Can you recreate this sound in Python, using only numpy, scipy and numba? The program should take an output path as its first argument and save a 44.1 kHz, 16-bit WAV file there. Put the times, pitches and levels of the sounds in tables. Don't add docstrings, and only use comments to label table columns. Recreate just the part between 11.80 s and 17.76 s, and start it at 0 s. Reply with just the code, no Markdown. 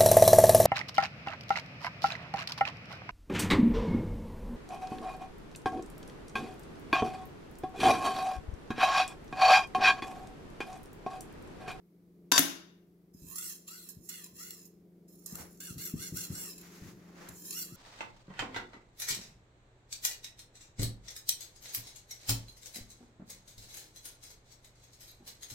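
import sys
import numpy as np
from scipy import signal
from scipy.fft import rfft, irfft
from scipy.io import wavfile
from numba import njit

SR = 44100
rng = np.random.default_rng(int(sys.argv[2]) if len(sys.argv) > 2 else 0)


def wrap_up_sound(samples):
    columns = np.atleast_2d(samples).T
    tamed = np.clip(columns, -1, 1)
    steps = np.round(tamed * 32767).astype(np.int16)
    wavfile.write(sys.argv[1], SR, steps)


N = 262836


def from_db(db):
    return 10 ** (np.asarray(db) / 20)


def rms_one(x):
    return x / np.sqrt(np.mean(x ** 2) + 1e-20)


def clock():
    return np.arange(N) / SR


def curve(rows):
    return np.interp(clock(), *np.transpose(rows))


def at_hz(points, hz):
    f, value = np.transpose(sorted(map(tuple, points)))
    return np.interp(np.log(hz + 1e-9), np.log(f), value)


def drift(rate_hz):
    knots = rng.standard_normal(int(rate_hz * N / SR) + 2)
    return rms_one(np.interp(clock() * rate_hz, np.arange(len(knots)), knots))


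def pan(db):
    return from_db(np.array([[db], [-db]]) / 2)


def colour(x, spectrum):
    size = 2048
    hz = np.arange(size + 1) * SR / size / 2
    cepstrum = irfft(np.log(rms_one(from_db(at_hz(spectrum, hz)))))
    cepstrum[1:size] *= 2
    cepstrum[size + 1:] = 0
    impulse = irfft(np.exp(rfft(cepstrum)))
    return signal.fftconvolve(x, impulse[None], axes=1)[:, :N]


def bursts(rows):
    out = np.zeros((2, N))
    t = np.arange(SR // 10) / SR
    for s, db, length_s, *_ in rows:
        at = int(s * SR)
        out[:, at:at + len(t)] += from_db(db - 20 * t / length_s) * rng.standard_normal((2, len(t)))
    return out


def swell_db(start_s, hold_s, attack_s, release_s, sag_db=0):
    age = clock() - start_s
    slopes = np.maximum(-age, 0) / attack_s + np.maximum(age - hold_s, 0) / release_s
    return -20 * slopes - sag_db * np.clip(age / hold_s, 0, 1)


# (frequency [Hz], relative rms level [dB])
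HUM_LINES = [(99.6, -86), (174.8, -63), (199.7, -70), (301, -79.5), (349.5, -71), (419, -77.5)]
# (time [s], level [dB])
HUM_LEVEL = [(0, -4.5), (.45, 2), (1.2, -1.5), (2.6, 0.5), (3.2, 2), (4.4, 6), (5.96, 4)]
# (frequency [Hz], relative density [dB per Hz])
MOTOR_SPECTRUM = [(25, -21.5), (60, -5.5), (115, -10), (155, 0.5), (230, -5), (300, 1), (410, -2.5),
                  (520, -11.5), (700, -17.5), (1200, -39.5), (2500, -41.5)]
AIR_SPECTRUM = [(530, -37.5), (900, -8), (1090, -6.5), (1720, -13), (2220, -11), (2730, -18.5),
                (5000, -17.5), (8150, -22.5), (14700, -13), (16000, -22)]


def appliance(motor_db=-65, air_db=-80, waver_db=0.5):
    lines = 0
    for hz, db in HUM_LINES:
        gain = np.sqrt(2) * from_db(db + waver_db * drift(2.4))
        lines = lines + gain * np.sin(2 * np.pi * hz * clock() + .2 * drift(4.9))
    motor_noise = rng.standard_normal(N) + .35 * rng.standard_normal((2, N))
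    rush = rms_one(colour(motor_noise, MOTOR_SPECTRUM))
    air = rms_one(colour(rng.standard_normal((2, N)), AIR_SPECTRUM))
    motor = (lines + from_db(motor_db) * rush) * from_db(curve(HUM_LEVEL)) * pan(1.2)
    return motor + from_db(air_db) * air


# (time [s], relative level [dB], chatter time per 20 dB [s], share ringing the plate [0-1])
PLATE_HITS = [(0.5169, -13.5, 0.0065, 0.88), (0.5207, -8.5, 0.0085, 0.48), (0.5591, -19.5, 0.023, 0.67),
              (0.5792, -6, 0.0087, 0.67), (0.5831, -14.5, 0.016, .4), (0.5861, -18.5, 0.0071, .1)]
# (time [s], relative level [dB], time per 20 dB [s])
PLATE_SNAP = [(0.5926, -4.5, 0.0027)]
# (frequency [Hz], level [dB])
PLATE_MODES = [(996, -34), (1092, -34.5), (1556, -35.5), (1750, -41.5), (2616, -36), (3080, -40),
               (3528, -35), (3692, -35), (4622, -32.5), (4905, -33.5), (5477, -37), (5706, -34.5),
               (6020, -40), (6240, -38), (6722, -39), (7320, -41), (7635, -40), (10865, -35.5)]
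# (frequency [Hz], relative density [dB per Hz])
CLACK_SPECTRUM = [(40, -25.5), (100, -17), (280, -4), (500, -2), (1500, -2.5), (2400, -5), (3200, -0.5),
                  (4300, -5), (6200, 2.5), (7500, -1.5), (8500, -13), (11500, -4.5), (16000, -16)]
# (frequency [Hz], level [dB], T60 before counter_t60_scale [s])
COUNTER_MODES = [(125, -51, 0.3), (172, -41, .3), (273, -27, 0.21), (287.5, -33, 0.39), (335.5, -42, 0.76),
                 (611.5, -48.5, 0.6), (678, -43, .35)]
# (time [s], level [dB])
COUNTER_BLOWS = [(0.519, -7), (0.58, -9.5), (0.594, 0.5)]
PLATE_FLAT_S, PLATE_DAMPED_T60_S = .585, .05


def plate(clack_db=-4, ring_t60_s=0.95, snap_db=-4, snap_pan_db=12, counter_t60_scale=0.94):
    t = clock()[:SR * 3 // 2]
    ring, boom = np.zeros((2, N)), np.zeros(N)
    choke = from_db(-60 * np.maximum(t - PLATE_FLAT_S, 0) / PLATE_DAMPED_T60_S)
    for s, _, _, share in PLATE_HITS:
        age = np.maximum(t - s, 0)
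        decay = share * (t > s) * from_db(-60 * age / ring_t60_s) * choke
        for hz, level_db in PLATE_MODES:
            phase = rng.uniform(0, 2 * np.pi) + rng.normal(0, .6, (2, 1))
            ring[:, :len(t)] += from_db(level_db) * decay * np.sin(2 * np.pi * hz * age + phase)
    for s, db in COUNTER_BLOWS:
        age = np.maximum(t - s, 0)
        for hz, level_db, t60_s in COUNTER_MODES:
            gain = from_db(db + level_db - 60 * age / (t60_s * counter_t60_scale))
            boom[:len(t)] += gain * np.sin(2 * np.pi * hz * age)
    clack = from_db(clack_db) * colour(bursts(PLATE_HITS), CLACK_SPECTRUM)
    snap_spectrum = [(500, -15.5), (5000, -7), (8500, -4.5), (11500, 2), (16000, -1)]
    snap = from_db(snap_db) * colour(bursts(PLATE_SNAP), snap_spectrum)
    thud = signal.sosfilt(signal.butter(2, 130, "high", fs=SR, output="sos"), boom)
    ring = ring * from_db(2.2 * drift(320))
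    return clack * pan(3) + thud + snap * pan(snap_pan_db), ring * pan(4.5)


# (frequency [Hz], T60 [s])
ROOM_T60 = [(100, .4), (300, 0.49), (1500, 0.54), (5000, 0.46), (8000, 0.33), (15000, 0.31)]


def kitchen(x, first_echo_s=0.003):
    t = np.arange(SR * 3 // 4) / SR
    white, tail = rfft(rng.standard_normal((2, len(t)))), 0
    hz, centres = np.fft.rfftfreq(len(t), 1 / SR), [f for f, _ in ROOM_T60]
    for weights, (_, t60_s) in zip(np.eye(len(centres)), ROOM_T60):
        band = irfft(white * np.interp(hz, centres, weights), len(t))
        tail = tail + band * from_db(-60 * t / t60_s)
    tail = tail * (t > first_echo_s)
    return signal.fftconvolve(x, tail / np.sqrt(np.sum(tail ** 2) / 2), axes=1)[:, :N]


@njit
def resonate(x, hz, width, sr):
    y = np.zeros(len(x))
    for i in range(2, len(x)):
        r = 1 - np.pi * width[i] / sr
        drive = (1 - r * r) / 2 * (x[i] - x[i - 2])
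        y[i] = drive + 2 * r * np.cos(2 * np.pi * hz[i] / sr) * y[i - 1] - r * r * y[i - 2]
    return y


def blade_mode(force, hz, width_hz):
    swell = from_db(3.0 * drift(18))
    width = width_hz + np.zeros(N)
    sides = [resonate(side * swell, hz, width, SR) for side in force]
    return np.array(sides) / np.sqrt(np.pi * width / SR)


# (up to speed [s], hold [s], attack per 20 dB [s], relative hiss [dB], relative blade ring [dB],
#   sag over the hold [dB], damping of the lowest mode [dB], top of the glide [s], top of the glide [Hz])
STROKES = [(1.576, .13, 0.19, -43.5, -55, -2, -1, 1.635, 1480),
           (1.881, 0.21, 0.02, -49, -56.5, 7.5, -0.5, 1.975, 1493),
           (2.242, 0.049, .06, -57, -80, -2, 0, 2.24, 1050),
           (2.298, 0.14, 0.01, -47, -51.5, 3, 3.5, 2.335, 1516),
           (2.597, 0.2, .058, -44.5, -53, 10, -0.5, 2.675, 1507),
           (3.465, 0.082, .01, -49, -63.5, 1.5, -7, 3.43, 1290),
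           (3.551, 0.068, .07, -48, -60, 1, -3.5, 3.605, 1590),
           (3.81, 0.091, 0.01, -44.5, -51.5, 1, -2.5, 3.845, 1690),
           (3.999, 0.083, 0.04, -44.5, -51, -0.5, -0.5, 4.04, 1640),
           (4.202, 0.075, 0.07, -46, -53, -1.5, 0.5, 4.25, 1640),
           (4.362, 0.089, .04, -40, -46.5, 4, 4, 4.41, 1590),
           (4.562, 0.13, 0.13, -43, -51.5, 1, 2, 4.595, 1610),
           (5.778, 0.044, .24, -38.5, -50, 1, 5.5, 5.8, 1543),
           (5.942, 0.036, 0.65, -55, -61, 0, -0.5, 5.96, 1410)]
# (from [s], until [s], relative hiss [dB])
RESTS = [(1.337, 2.88, -70.5), (3.28, 4.8, -64.5), (5.486, 5.96, -66)]
LAND_S, LIFT_S = .006, .07
REST_RING_DB = -22
RELEASE_S, RELEASE_PER_HOLD = 0.046, 0.37
RING_STEEPNESS = 1.27


def drag():
    touching = np.array([swell_db(start, end - start, LAND_S, LIFT_S) for start, end, _ in RESTS])
    hiss_levels = [db + touch for (*_, db), touch in zip(RESTS, touching)]
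    ring_levels = [level + REST_RING_DB for level in hiss_levels]
    for start, hold, attack, hiss_db, ring_db, sag_db, *_ in STROKES:
        release = RELEASE_S + RELEASE_PER_HOLD * hold
        shape = swell_db(start, hold, attack, release, sag_db) + touching.max(axis=0)
        hiss_levels.append(hiss_db + shape)
        ring_levels.append(ring_db + RING_STEEPNESS * shape)
    hiss, ring = np.max(hiss_levels, axis=0), np.max(ring_levels, axis=0)
    return from_db(hiss) + 1e-12, from_db(ring) + 1e-12


TURN_HZ = 1010
GLIDE_S, GLIDE_PER_HOLD = .055, 0.18


def glide():
    arches = []
    for _, hold, *_, top_s, top_hz in STROKES:
        half_width = GLIDE_S + GLIDE_PER_HOLD * hold
        arches.append((top_hz - TURN_HZ) * np.exp(-((clock() - top_s) / half_width) ** 2))
    return (TURN_HZ + np.max(arches, axis=0)) / BLADE_MODES[0][0]


CLIMB_DB, CLIMB_PER_S = 3, 1.5


def lowest_mode_gain():
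    damping_db = curve([(start, db) for start, *_, db, _, _ in STROKES])
    climb = np.gradient(glide()) * SR
    return from_db(CLIMB_DB * np.tanh(climb / CLIMB_PER_S) - damping_db)


# (frequency [Hz], width [Hz], relative level [dB], share of the lowest mode's glide [0-1])
BLADE_MODES = [(1400, 55, 0, 1.0), (2020, 110, -1.5, .5), (2780, 110, -.5, .18), (3430, 180, -.5, .25),
               (4220, 220, 4.5, .14)]


def low_modes(force):
    shift = glide()
    rock, grit_share = .011, .2
    modes = []
    for hz, width_hz, db, follow in BLADE_MODES:
        moving_hz = hz * shift ** follow * (1 + rock * drift(35))
        modes.append(from_db(db) * blade_mode(force, moving_hz, width_hz))
    ring = lowest_mode_gain() * modes[0] + sum(modes[1:])
    grit = signal.sosfilt(signal.butter(2, [1700, 4800], "band", fs=SR, output="sos"), force)
    both = ring / np.linalg.norm(from_db(np.array(BLADE_MODES)[:, 2])) + grit_share * grit
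    return signal.sosfilt(signal.butter(3, 900, "high", fs=SR, output="sos"), both)


# (frequency [Hz], relative density [dB per Hz])
GRIT_SPECTRUM = [(200, -30), (2300, -30), (3400, -13), (4700, -4.5), (7000, -.5), (8400, -8), (11500, -4),
                 (13500, -4.5), (16000, -7.5)]


def high_modes(force, tip_bright_db=5, count=20):
    free_width_hz, damping_hz, grit_share = 70, 360, .75
    contact, shift = curve(CONTACT), glide()
    centres_hz = np.linspace(4700, 15500, count) + rng.uniform(-200, 200, count)
    follow = rng.uniform(.08, .24, count)
    width_hz, ring = free_width_hz + damping_hz * contact ** 2, 0
    for hz, pull in zip(centres_hz, follow):
        moving_hz = hz * shift ** pull * (1 + .022 * contact * drift(30))
        gain = from_db(tip_bright_db * (1 - contact) * np.log2(hz / centres_hz.mean()))
        travel = rng.integers(0, SR // 1000)
        delayed = np.pad(gain * force, ((0, 0), (travel, 0)))[:, :N]
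        ring = ring + blade_mode(delayed, moving_hz, width_hz)
    grit = grit_share * (.5 + .5 * contact) * force
    return colour(ring / np.sqrt(count) + grit, GRIT_SPECTRUM)


# (time [s], share [0 = tip only, 1 = whole edge])
CONTACT = [(1.54, 0.081), (1.6, 0.62), (2.05, .9), (2.09, 0), (2.26, 0), (2.33, 0.79), (2.78, 0.8),
           (2.87, .13), (3.46, 0.097), (3.54, 0.67), (4.7, .8), (5.8, 0.6)]
# (time [s], relative level [dB], time per 20 dB [s])
TICKS = [(1.3375, -60, 0.02), (1.556, -32.5, .034), (1.582, -30, .018), (1.8763, -43, 0.036),
         (2.0873, -37.5, 0.038), (2.2889, -32.5, 0.027), (2.4415, -35.5, .01), (2.5652, -47, .016),
         (2.7064, -31, .0045), (2.852, -48, 0.033), (3.2811, -58, .02), (3.4595, -29.5, 0.0096),
         (3.5545, -25.5, 0.0035), (3.8029, -34, 0.013), (3.98, -38, .013), (4.3696, -26, 0.011),
         (4.7787, -44.5, 0.034), (4.8121, -42, .012), (5.4871, -37, 0.01), (5.7071, -28, 0.0064),
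         (5.728, -34, .012)]


def knife(hiss_db=-2.5, ring_db=-1.0, tick_db=-5.5, tick_ring_db=-15, tip_pan_db=-6, edge_pan_db=1.1):
    grains_per_s, grain_spread_db, grain_share, judder_db = 1500, 3.0, .6, 1.3
    grain_gain = from_db(grain_spread_db * np.minimum(rng.exponential(1, N), 4))
    grains = (rng.random(N) < grains_per_s / SR) * grain_gain
    rough = rng.standard_normal((2, N)) * (1 + grain_share * rms_one(grains))
    force = rms_one(rough) * from_db(judder_db * drift(130))
    hiss, ring = drag()
    contact, ticks = curve(CONTACT), bursts(TICKS)
    treble = high_modes(from_db(hiss_db) * hiss * force + from_db(tick_db) * ticks)
    bending_ticks = from_db(tick_ring_db) * (0.13 + contact) * ticks
    bending = low_modes(from_db(ring_db) * ring * force + bending_ticks)
    balance_db = tip_pan_db + (edge_pan_db - tip_pan_db) * contact
    return (treble + bending * pan(-1.3)) * from_db(np.array([balance_db, -balance_db]) / 2)


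# (time [s], level [dB], frequency [Hz])
BUMPS = [(1.345, -47, 200.5), (1.42, -41.5, 126), (2.167, -43.5, 148), (2.53, -50, 150),
         (3.524, -36.5, 200), (3.596, -39.5, 200), (3.902, -37.5, 202), (3.956, -33.5, 165),
         (4.137, -26, 196), (4.322, -28.5, 180), (4.501, -29.5, 181), (5.018, -38.5, 89), (5.494, -44, 150),
         (5.919, -43, 162)]
RUMBLE_T60_S, RUMBLE_AT_HZ, RUMBLE_SLOPE = .25, 190, 1.43


def holder(swell_s=0.0038, rattle_db=-10):
    out, t = np.zeros(N), np.arange(SR // 2) / SR
    rumble_band = signal.butter(2, [55, 250], "band", fs=SR, output="sos")
    for s, db, hz in BUMPS:
        t60_s = RUMBLE_T60_S * (RUMBLE_AT_HZ / hz) ** RUMBLE_SLOPE
        push = np.exp(-((t - 1.1 * swell_s) / swell_s) ** 2) * np.sin(2 * np.pi * hz * t)
        rumble = rms_one(signal.sosfilt(rumble_band, rng.standard_normal(len(t))))
        bump = from_db(db) * (push + rumble * from_db(rattle_db - 60 * t / t60_s))
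        at = int(s * SR)
        out[at:at + len(t)] += bump[:N - at]
    return signal.sosfilt(signal.butter(4, 380, fs=SR, output="sos"), out) * pan(1.9)


# (frequency [Hz], relative density [dB per Hz])
CLOTH_SPECTRUM = [(250, -7), (500, -0.5), (1900, -1), (3200, -9.5), (7000, -8), (8400, -18.5),
                  (12000, -16.5), (16000, -20)]
# (time [s], hold [s], attack per 20 dB [s], level [dB], brightness [dB per octave])
SWISHES = [(3.585, .025, 0.1, -52.5, -2.5), (4.583, 0.062, 0.46, -60, -1.5), (4.833, 0.024, 0.06, -56.5, 2),
           (4.933, .15, .08, -57, 1.9), (5.23, 0.056, 0.16, -64.5, -1.5), (5.389, .11, 0.09, -53, -1.5)]
SWISH_RELEASE_S = 0.13


def clothes(level_db=0.0):
    crinkle_db = 1.0
    rub, out = rng.standard_normal((2, N)) + 0.51 * rng.standard_normal(N), 0
    for start, hold, attack, db, tilt in SWISHES:
        tilted = [(hz, level + tilt * np.log2(hz)) for hz, level in CLOTH_SPECTRUM]
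        envelope_db = db + swell_db(start, hold, attack, SWISH_RELEASE_S)
        out = out + rms_one(colour(rub, tilted)) * from_db(envelope_db)
    return out * from_db(level_db + crinkle_db * drift(70))


def scene(clack_room_db=-6, ring_room_db=-12, knife_room_db=-11):
    hum = appliance()
    knocks, ring = plate()
    work = knife() + holder()
    sends = from_db(clack_room_db) * knocks + from_db(ring_room_db) * ring + from_db(knife_room_db) * work
    return knocks + ring + work + kitchen(sends) + clothes() + hum


CUTOFF_HZ = 15800


def record(dry):
    ceiling = .85
    rounded = dry / (1 + (dry / ceiling) ** 4) ** .25
    return signal.sosfilt(signal.ellip(10, .2, 80, CUTOFF_HZ, fs=SR, output="sos"), rounded)


dry = scene()
out = record(dry)
wrap_up_sound(out)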